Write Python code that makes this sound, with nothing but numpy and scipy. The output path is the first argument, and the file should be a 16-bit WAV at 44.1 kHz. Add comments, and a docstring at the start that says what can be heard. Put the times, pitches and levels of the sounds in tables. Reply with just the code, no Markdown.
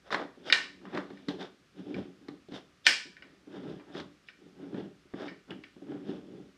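"""Wiring a small plastic module

Fingers work thin wires into a plastic module held against a machine frame on a bench.
Hands rub and bump the frame, which shudders dully. Wires scrape in tiny jerks and ping off
fingertips. Plastic catches tick as they let go and twice snap loudly, ringing the shell.
The bench rumbles under the wrists, and a small hard room echoes over a faint steady hiss."""
import sys
import numpy as np
from scipy import signal
from scipy.fft import rfft, irfft, next_fast_len
from scipy.io import wavfile

SR = 44100
rng = np.random.default_rng(int(sys.argv[2]) if len(sys.argv) > 2 else 0)


def put_to_file(sound):
    """Save the sound as 16-bit audio at rate SR, in the file named by the first command-line argument."""
    columns = np.atleast_2d(sound).T  # one column per channel
    safe = np.clip(columns, -1, 1)
    whole_steps = np.round(safe * 32767)
    wavfile.write(sys.argv[1], SR, whole_steps.astype(np.int16))


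N = 289957

# Levels in the tables are relative: each source adds its own gain.
# plastic catches letting go: start_s, shell_db, crack_db, clack_db
CATCH_SNAPS = [(0.4997, -24.5, -44.5, -34), (0.5248, -13, -18.5, -21), (0.5534, -27.5, -37, -29),
               (0.853, -52, -75.5, -36.5), (1.172, -50.5, -61, -63), (1.943, -41, -46, -67),
               (2.8664, -11, -8, -38.5), (3.167, -46.5, -71, -58.5), (3.2227, -43.5, -56.5, -53),
               (3.797, -54.5, -67.5, -43), (4.286, -43, -54, -60), (5.281, -37.5, -46, -57),
               (5.292, -51, -63.5, -46), (5.507, -45.5, -54.5, -46), (5.637, -44.5, -48.5, -54.5)]
# fingers and module bumping the frame: start_s, clack_db, thud_db, tick_db
FRAME_BUMPS = [(0.1053, -29, -50.5, -45), (0.125, -17, -36.5, -30), (0.1442, -15, -29, -31.5),
               (0.374, -82, -43, -89), (0.5247, -32, -54, -12), (0.948, -33, -27, -43),
               (0.974, -24, -30.5, -37), (1.103, -42, -32, -54.5), (1.285, -32, -23, -33.5),
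               (1.388, -64, -33.5, -80), (1.407, -44.5, -43, -50), (1.965, -44, -25, -65),
               (2.284, -38, -32.5, -45), (2.486, -62, -40, -59), (2.521, -47, -32, -53),
               (3.056, -71, -43.5, -79), (3.473, -63.5, -39.5, -68.5), (3.633, -49, -33, -57),
               (3.698, -61, -32, -56.5), (3.949, -38, -32, -50), (4, -35.5, -34.5, -41),
               (4.464, -71, -42, -71), (4.744, -40.5, -27, -58), (4.798, -49, -34, -56),
               (5.051, -72, -50.5, -75.5), (5.138, -40, -30, -63), (5.315, -58.5, -38.5, -70),
               (5.507, -46.5, -29, -52), (5.764, -59, -41.5, -72), (5.819, -57, -36, -75),
               (6.089, -47, -29, -57)]
# tone of a hollow clack: pitch_hz, level_db
CLACK_TONE = [(40, -53), (150, -15.5), (400, -4), (800, -1.5), (1150, 2), (1400, -3.5), (1900, 1.5),
              (2600, -12.5), (4000, -26.5), (6000, -41.5), (12000, -70)]


def snaps(low_hz=220):
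    """A catch lets go with a crack that rings the shell; hard snaps also set steel rods ringing."""
    # tone of the sharp crack: pitch_hz, level_db
    crack_tone = [(40, -56.5), (200, -29), (550, -18), (900, -26.5), (1300, -18), (1700, 0.5), (3200, 4),
                  (3650, -2.5), (5200, 1), (6200, -12), (7800, -17), (10000, -29.5), (13000, -41.5),
                  (15000, -58)]
    # notes of the plastic shell: pitch_hz, width_hz, level_db
    shell_notes = [(1310, 200, -16.5), (1502, 71, -3.5), (1814, 83, 1), (2170, 200, -4), (2355, 100, 1.5),
                   (2860, 160, -5.5), (3080, 250, -14), (3880, 120, -13), (4626, 380, -18), (5170, 82, -14)]
    # notes of the thin steel rods: pitch_hz, width_hz, level_db
    rod_notes = [(983, 2.4, -10.5), (1665, 18, 4), (1586, 22, -2), (2470, 10, -4.5), (3230, 9, -3.5),
                 (4900, 5, -7.5)]
    out = np.zeros(N)
    crack, clack = as_hit(click(crack_tone)), as_hit(click(CLACK_TONE))
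    rods = as_hit(ring(rod_notes, scatter_db=5.5, size=18000))
    for start_s, shell_db, crack_db, clack_db in CATCH_SNAPS:
        shell = amp(shell_db - 4.5) * as_hit(ring(shell_notes, scatter_db=1.7, size=2000))
        add(out, start_s, shell)
        scatter = amp(1.5) * rattle(fade_s=0.039)  # bench and hands scatter the sound
        add(out, start_s, room(shell, wet_db=3, direct=scatter))
        add(out, start_s, amp(2 * shell_db - 12.5) * rods)
        contact = amp(crack_db - 5) * dulled(crack, crack_db) + amp(clack_db - 11) * clack
        add(out, start_s, room(contact, wet_db=3.5, direct=rattle(fade_s=0.012)))
    return cut_bass(out, low_hz)  # so small a part gives off no bass


def dulled(crack, crack_db, top_hz=20000, db_per_octave=23.5):
    """A gentle release is slower, so its crack loses treble."""
    edge_hz = np.clip(top_hz * 2 ** (crack_db / db_per_octave), 1000, SR / 2.2)
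    return signal.sosfilt(signal.butter(2, edge_hz, fs=SR, output="sos"), crack)


def bumps(damping_s=0.16):
    """Each bump thuds in the frame; harder contacts also clack and tick."""
    # tone of a bright tick: pitch_hz, level_db
    tick_tone = [(500, -40), (1800, -20.5), (2600, -13.5), (3400, 0.5), (3800, 4), (4150, 5.5),
                 (4700, -3.5), (5300, -8.5), (6300, -15), (8500, -28.5), (11000, -39.5), (14500, -53.5)]
    out = np.zeros(N)
    clack, tick = as_hit(click(CLACK_TONE)), as_hit(click(tick_tone))
    for start_s, clack_db, thud_db, tick_db in FRAME_BUMPS:
        thud = frame_ring(scatter_db=5, low_hz=160)
        thud *= fade(len(thud), damping_s)  # the hand damps the frame
        add(out, start_s, amp(thud_db - 5) * as_hit(thud))
        contact = amp(clack_db - 4.5) * clack + amp(tick_db - 2) * tick
        add(out, start_s, amp(-15) * contact)  # the first touch, then its rattle
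        add(out, start_s, room(contact, wet_db=-7, direct=amp(-3) * rattle(fade_s=0.037)))
    return out


def frame_ring(scatter_db, low_hz):
    """The frame struck once; it gives off little deep bass."""
    # notes of the frame on the bench: pitch_hz, width_hz, level_db
    frame_notes = [(67, 12, -25), (133, 25, -14), (188.3, 19, 3), (216, 30, -3.5), (226, 28, 1.5),
                   (287.7, 24, 1), (360.2, 42, -4), (421.8, 69, -9.5), (585, 38, -16), (780, 53, -20.5)]
    return cut_bass(ring(frame_notes, scatter_db), low_hz)


def rubbing():
    """Skin drags on the frame and the module while the wires scrape past each other."""
    # tone of rubbing skin: pitch_hz, level_db
    rub_tone = [(40, -51), (150, -19), (400, 5.5), (650, 2), (800, 0), (1050, -7), (1600, -4), (2300, -16),
                (3000, -20.5), (6000, -44.5), (12000, -66.5)]
    # tone of scraping wires: pitch_hz, level_db
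    scrape_tone = [(500, -37.5), (1800, -7), (2600, -4.5), (3150, 3), (3600, 7.5), (4100, -6), (5200, -3),
                   (6500, -17.5), (8500, -28), (11000, -33), (14500, -50)]
    # rasp of the ribbed wire: pitch_hz, width_hz, level_db
    rasp_notes = [(2980, 660, -5.5), (3490, 88, -3.5)]
    shudder, rub, scrape = stroke_strengths()
    frame = friction(slips(per_s=1100, spread_db=1), frame_ring(scatter_db=-2, low_hz=74.1))
    skin = friction(slips(per_s=1200, spread_db=0.5), click(rub_tone))
    grit = friction(slips(per_s=1900, spread_db=1), click(scrape_tone))
    rasp = friction(slips(per_s=900, spread_db=1.5), ring(rasp_notes, scatter_db=-0.5))
    bite = np.sqrt(scrape * shudder)  # the wire rasps only when it slides under pressure
    sliding = rub * skin + amp(-0.5) * scrape * grit + amp(-13.5) * bite * rasp
    return amp(-0.5) * shudder * frame + room(sliding, wet_db=-9.5)[:N]


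def stroke_strengths():
    """How strongly the frame shudders, the skin rubs and the wires scrape over time."""
    # pushes and slides of the fingers: peak_s, rise_s, fall_s, shudder_db, rub_db, scrape_db
    strokes = [(0.079, 0.039, 0.036, -61, -53, -62), (0.116, 0.0071, 0.11, -58.5, -38.5, -43.5),
               (0.21, 0.059, 0.058, -43.5, -37.5, -58), (0.41, .05, .15, -52, -68.5, -73.5),
               (0.482, .04, .065, -44, -42, -44.5), (0.66, 0.37, 0.82, -58.5, -81, -89),
               (0.87, 0.094, 0.26, -45.5, -59.5, -72), (0.965, 0.063, 0.095, -37, -38.5, -54.5),
               (1.201, 0.35, 0.36, -55.5, -66, -69), (1.294, 0.015, 0.086, -33, -45.5, -51),
               (1.416, 0.034, 0.074, -43.5, -42, -48.5), (1.80, 0.059, 0.053, -44.5, -59, -64),
               (1.899, 0.11, 0.13, -39.5, -59.5, -68), (1.99, 0.11, 0.1, -35.5, -53, -61),
               (2.24, 0.19, .2, -57, -73, -83), (2.555, .05, 0.064, -46, -46, -49),
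               (2.864, 0.016, 0.012, -59.5, -51.5, -34), (3.25, 0.13, 0.29, -58.5, -68.5, -76.5),
               (3.566, 0.095, 0.083, -41, -51, -61.5), (3.689, 0.13, 0.17, -40, -53.5, -63),
               (3.885, 0.027, 0.16, -49, -58.5, -85), (3.985, 0.066, 0.059, -46, -42.5, -48.5),
               (4.288, 0.028, 0.038, -73, -73, -60.5), (4.42, 0.06, .35, -56.5, -78, -79),
               (4.64, .11, 0.15, -44, -57, -74), (4.78, 0.094, 0.13, -34.5, -51, -66.5),
               (5.225, 0.088, 0.057, -40.5, -43.5, -53.5), (5.259, 0.016, 0.071, -51.5, -47, -55),
               (5.515, 0.037, 0.031, -39, -45, -69), (5.92, 0.084, 0.15, -37.5, -53, -82),
               (6.108, 0.096, 0.13, -36, -54, -61), (6.38, 0.37, 0.15, -45.5, -69, -78)]
    t = np.linspace(0, N / SR, 6000)
    power = np.zeros((3, len(t)))
    for peak_s, rise_s, fall_s, *levels_db in strokes:
        power += amp(np.array(levels_db)[:, None] + swell(t, peak_s, rise_s, fall_s)) ** 2
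    drag, rub, scrape = np.sqrt(power)
    shudder = shaking(t, drag)
    rub = np.hypot(rub, amp(-25.5) * shudder)  # any drag rustles a little
    scrape = np.hypot(scrape, amp(-33.5) * shudder)
    return [np.interp(np.arange(N) / SR, t, level) for level in (shudder, rub, scrape)]


def shaking(t, drag, settle_db_per_s=157.5):
    """The frame's shudder follows strokes and hits at once, but settles at its own pace."""
    hits = [(start_s, thud_db - 9) for start_s, _, thud_db, _ in FRAME_BUMPS]
    hits += [(start_s, shell_db - 39) for start_s, shell_db, _, _ in CATCH_SNAPS]
    level_db = 20 * np.log10(drag + 1e-12)
    for start_s, hit_db in hits:
        at = np.searchsorted(t, start_s)
        level_db[at] = max(level_db[at], hit_db)
    settled_db = settle_db_per_s * t
    return amp(np.maximum.accumulate(level_db + settled_db) - settled_db)


def wire_flicks():
    """A wire slips off a finger and pings briefly."""
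    # each flick off a fingertip: start_s, level_db
    flicks = [(3.223, -55.5), (5.5059, -38.5), (5.638, -46)]
    # notes of the wire's ping: pitch_hz, width_hz, level_db
    ping_notes = [(2880, 350, 0.5), (3470, 250, -4)]
    out = np.zeros(N)
    ping = as_hit(ring(ping_notes, scatter_db=3, size=1000))
    for start_s, level_db in flicks:
        add(out, start_s, amp(level_db - 4.5) * room(ping, wet_db=-0.5, direct=rattle(fade_s=0.023)))
    return out


def bench_rumble(rise_s=0.093, fall_s=0.12):
    """The bench top rumbles as weight shifts on it."""
    # wrists leaning on the bench: peak_s, level_db
    leans = [(1.985, -45.5), (3.70, -50), (4.02, -53), (4.791, -50), (6.11, -57), (6.381, -53)]
    # tone of the bench top: pitch_hz, level_db
    bench_tone = [(30, -35), (60, -16), (90, -3), (130, -4), (172, 9), (215, -10), (400, -33), (1500, -75)]
    t = np.arange(N) / SR
    weight = sum(amp(level_db + swell(t, peak_s, rise_s, fall_s)) for peak_s, level_db in leans)
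    return weight * friction(slips(per_s=1100, spread_db=1.5), click(bench_tone, size=8192))


def room(sound, wet_db, direct=(1,), build_s=0.003):
    """A sound arrives directly and as a wash of room echoes, whose level is wet_db."""
    # time the echoes take to fall by 60 dB: pitch_hz, fade_s
    fade_times = [(150, 0.63), (600, 0.32), (1800, 0.36), (5000, 0.39), (8000, .37), (13000, 0.24)]
    # tone of the echoes: pitch_hz, level_db
    echo_tone = [(150, 0.5), (550, 1), (1200, 2), (2500, -4.5), (5000, -3.5), (9000, 3.5)]
    hz, t, spectrum = signal.stft(rng.standard_normal(20000), SR, nperseg=256)
    level_db = look_up(echo_tone, hz)[:, None] - 60 * t / look_up(fade_times, hz)[:, None]
    tail = signal.istft(spectrum * amp(level_db), SR, nperseg=256)[1]
    tail *= 1 - np.exp(-np.arange(len(tail)) / SR / build_s)  # echoes thicken as they arrive
    path = amp(wet_db) * tail / np.linalg.norm(tail)
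    add(path, 0, np.asarray(direct))
    return signal.fftconvolve(sound, path)


def room_hiss():
    """The steady hiss and rumble of the quiet room."""
    # tone of the background: pitch_hz, level_db
    hiss_tone = [(20, -20), (40, -9), (62, 1.5), (100, -3), (170, 2), (280, -2), (600, -9.5), (900, -17),
                 (1200, -7), (2500, -11.5), (5500, -17), (7000, -22.5), (11000, -31.5), (14500, -39.5)]
    hiss = signal.fftconvolve(rng.standard_normal(N), click(hiss_tone, size=8192))[:N]
    return amp(-66) * unit(hiss)


def slips(per_s, spread_db):
    """Surfaces stick and slip: tiny jerks at random times and of uneven size."""
    happens = rng.random(N) < per_s / SR
    strength = amp(spread_db * np.clip(rng.standard_normal(N), -2, 2))
    return happens * strength * rng.choice([-1, 1], N)


def friction(jerks, response):
    """Every jerk sets off the same short sound; together they blur into a rustle or rumble."""
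    return unit(signal.fftconvolve(jerks, response)[:N])


def swell(t, peak_s, rise_s, fall_s, depth_db=20.5, roundness=1.47):
    """Level in dB of one push: pressure builds to the peak, then eases."""
    away = np.maximum((peak_s - t) / rise_s, (t - peak_s) / fall_s)
    return -depth_db * np.minimum(away, 10) ** roundness


def ring(notes, scatter_db, size=6000):
    """An object's notes struck once, each at a slightly random strength; wider notes die sooner."""
    t = np.arange(size) / SR
    pitch_hz, width_hz, level_db = np.transpose(notes)[:, :, None]
    strength = width_hz * amp(level_db + scatter_db * rng.standard_normal(level_db.shape))
    sign = (-1) ** np.arange(len(notes))[:, None]
    decay = np.exp(-np.pi * width_hz * t)
    return np.sum(sign * strength * decay * np.sin(2 * np.pi * pitch_hz * t), axis=0)


def click(tone, size=2048):
    """A short click with the given level at each pitch."""
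    gains = amp(look_up(tone, np.fft.rfftfreq(size, 1 / SR)))
    cepstrum = irfft(np.log(gains))
    cepstrum[1:size // 2] *= 2  # folding this in half packs the energy at the click's start
    cepstrum[size // 2 + 1:] = 0
    return irfft(np.exp(rfft(cepstrum)))


def rattle(fade_s, size=2500):
    """The quick uneven rattle of a contact and the surfaces beside it, with energy 1."""
    burst = rng.standard_normal(size) * fade(size, fade_s)
    return burst / np.linalg.norm(burst)


def fade(size, fade_s):
    """A gain that falls by 60 dB every fade_s."""
    return amp(-60 * np.arange(size) / SR / fade_s)


def cut_bass(sound, low_hz):
    """Weaken everything below low_hz."""
    return signal.sosfilt(signal.butter(2, low_hz, "high", fs=SR, output="sos"), sound)


def as_hit(sound, size=176):
    """Scale a sound to the energy of four milliseconds at level 1."""
    return sound * np.sqrt(size / np.sum(sound ** 2))


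def unit(sound):
    """Scale a sound to an average (rms) level of 1."""
    return sound / np.sqrt(np.mean(sound ** 2) + 1e-20)


def amp(db):
    """Turn decibels into gain."""
    return 10 ** (np.asarray(db) / 20)


def look_up(table, hz):
    """Read between a table's rows, with pitch spaced by octaves."""
    pitches_hz, values = np.transpose(table)
    return np.interp(np.log(hz + 1), np.log(pitches_hz + 1), values)


def add(track, start_s, sound):
    """Mix a sound into the track at start_s."""
    part = track[max(round(start_s * SR), 0):][:len(sound)]
    part += sound[:len(part)]


def scene():
    """Everything as heard from above the bench, in one channel."""
    return (rubbing() + bench_rumble() + bumps() + snaps() + wire_flicks() + room_hiss())[None]


def record(dry, top_hz=14500):
    """Remove the highest treble, above top_hz."""
    size = next_fast_len(N + SR // 2)
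    passes = np.fft.rfftfreq(size, 1 / SR) < top_hz
    return irfft(rfft(dry, size) * passes, size)[:, :N]


dry = scene()
out = record(dry)
put_to_file(out)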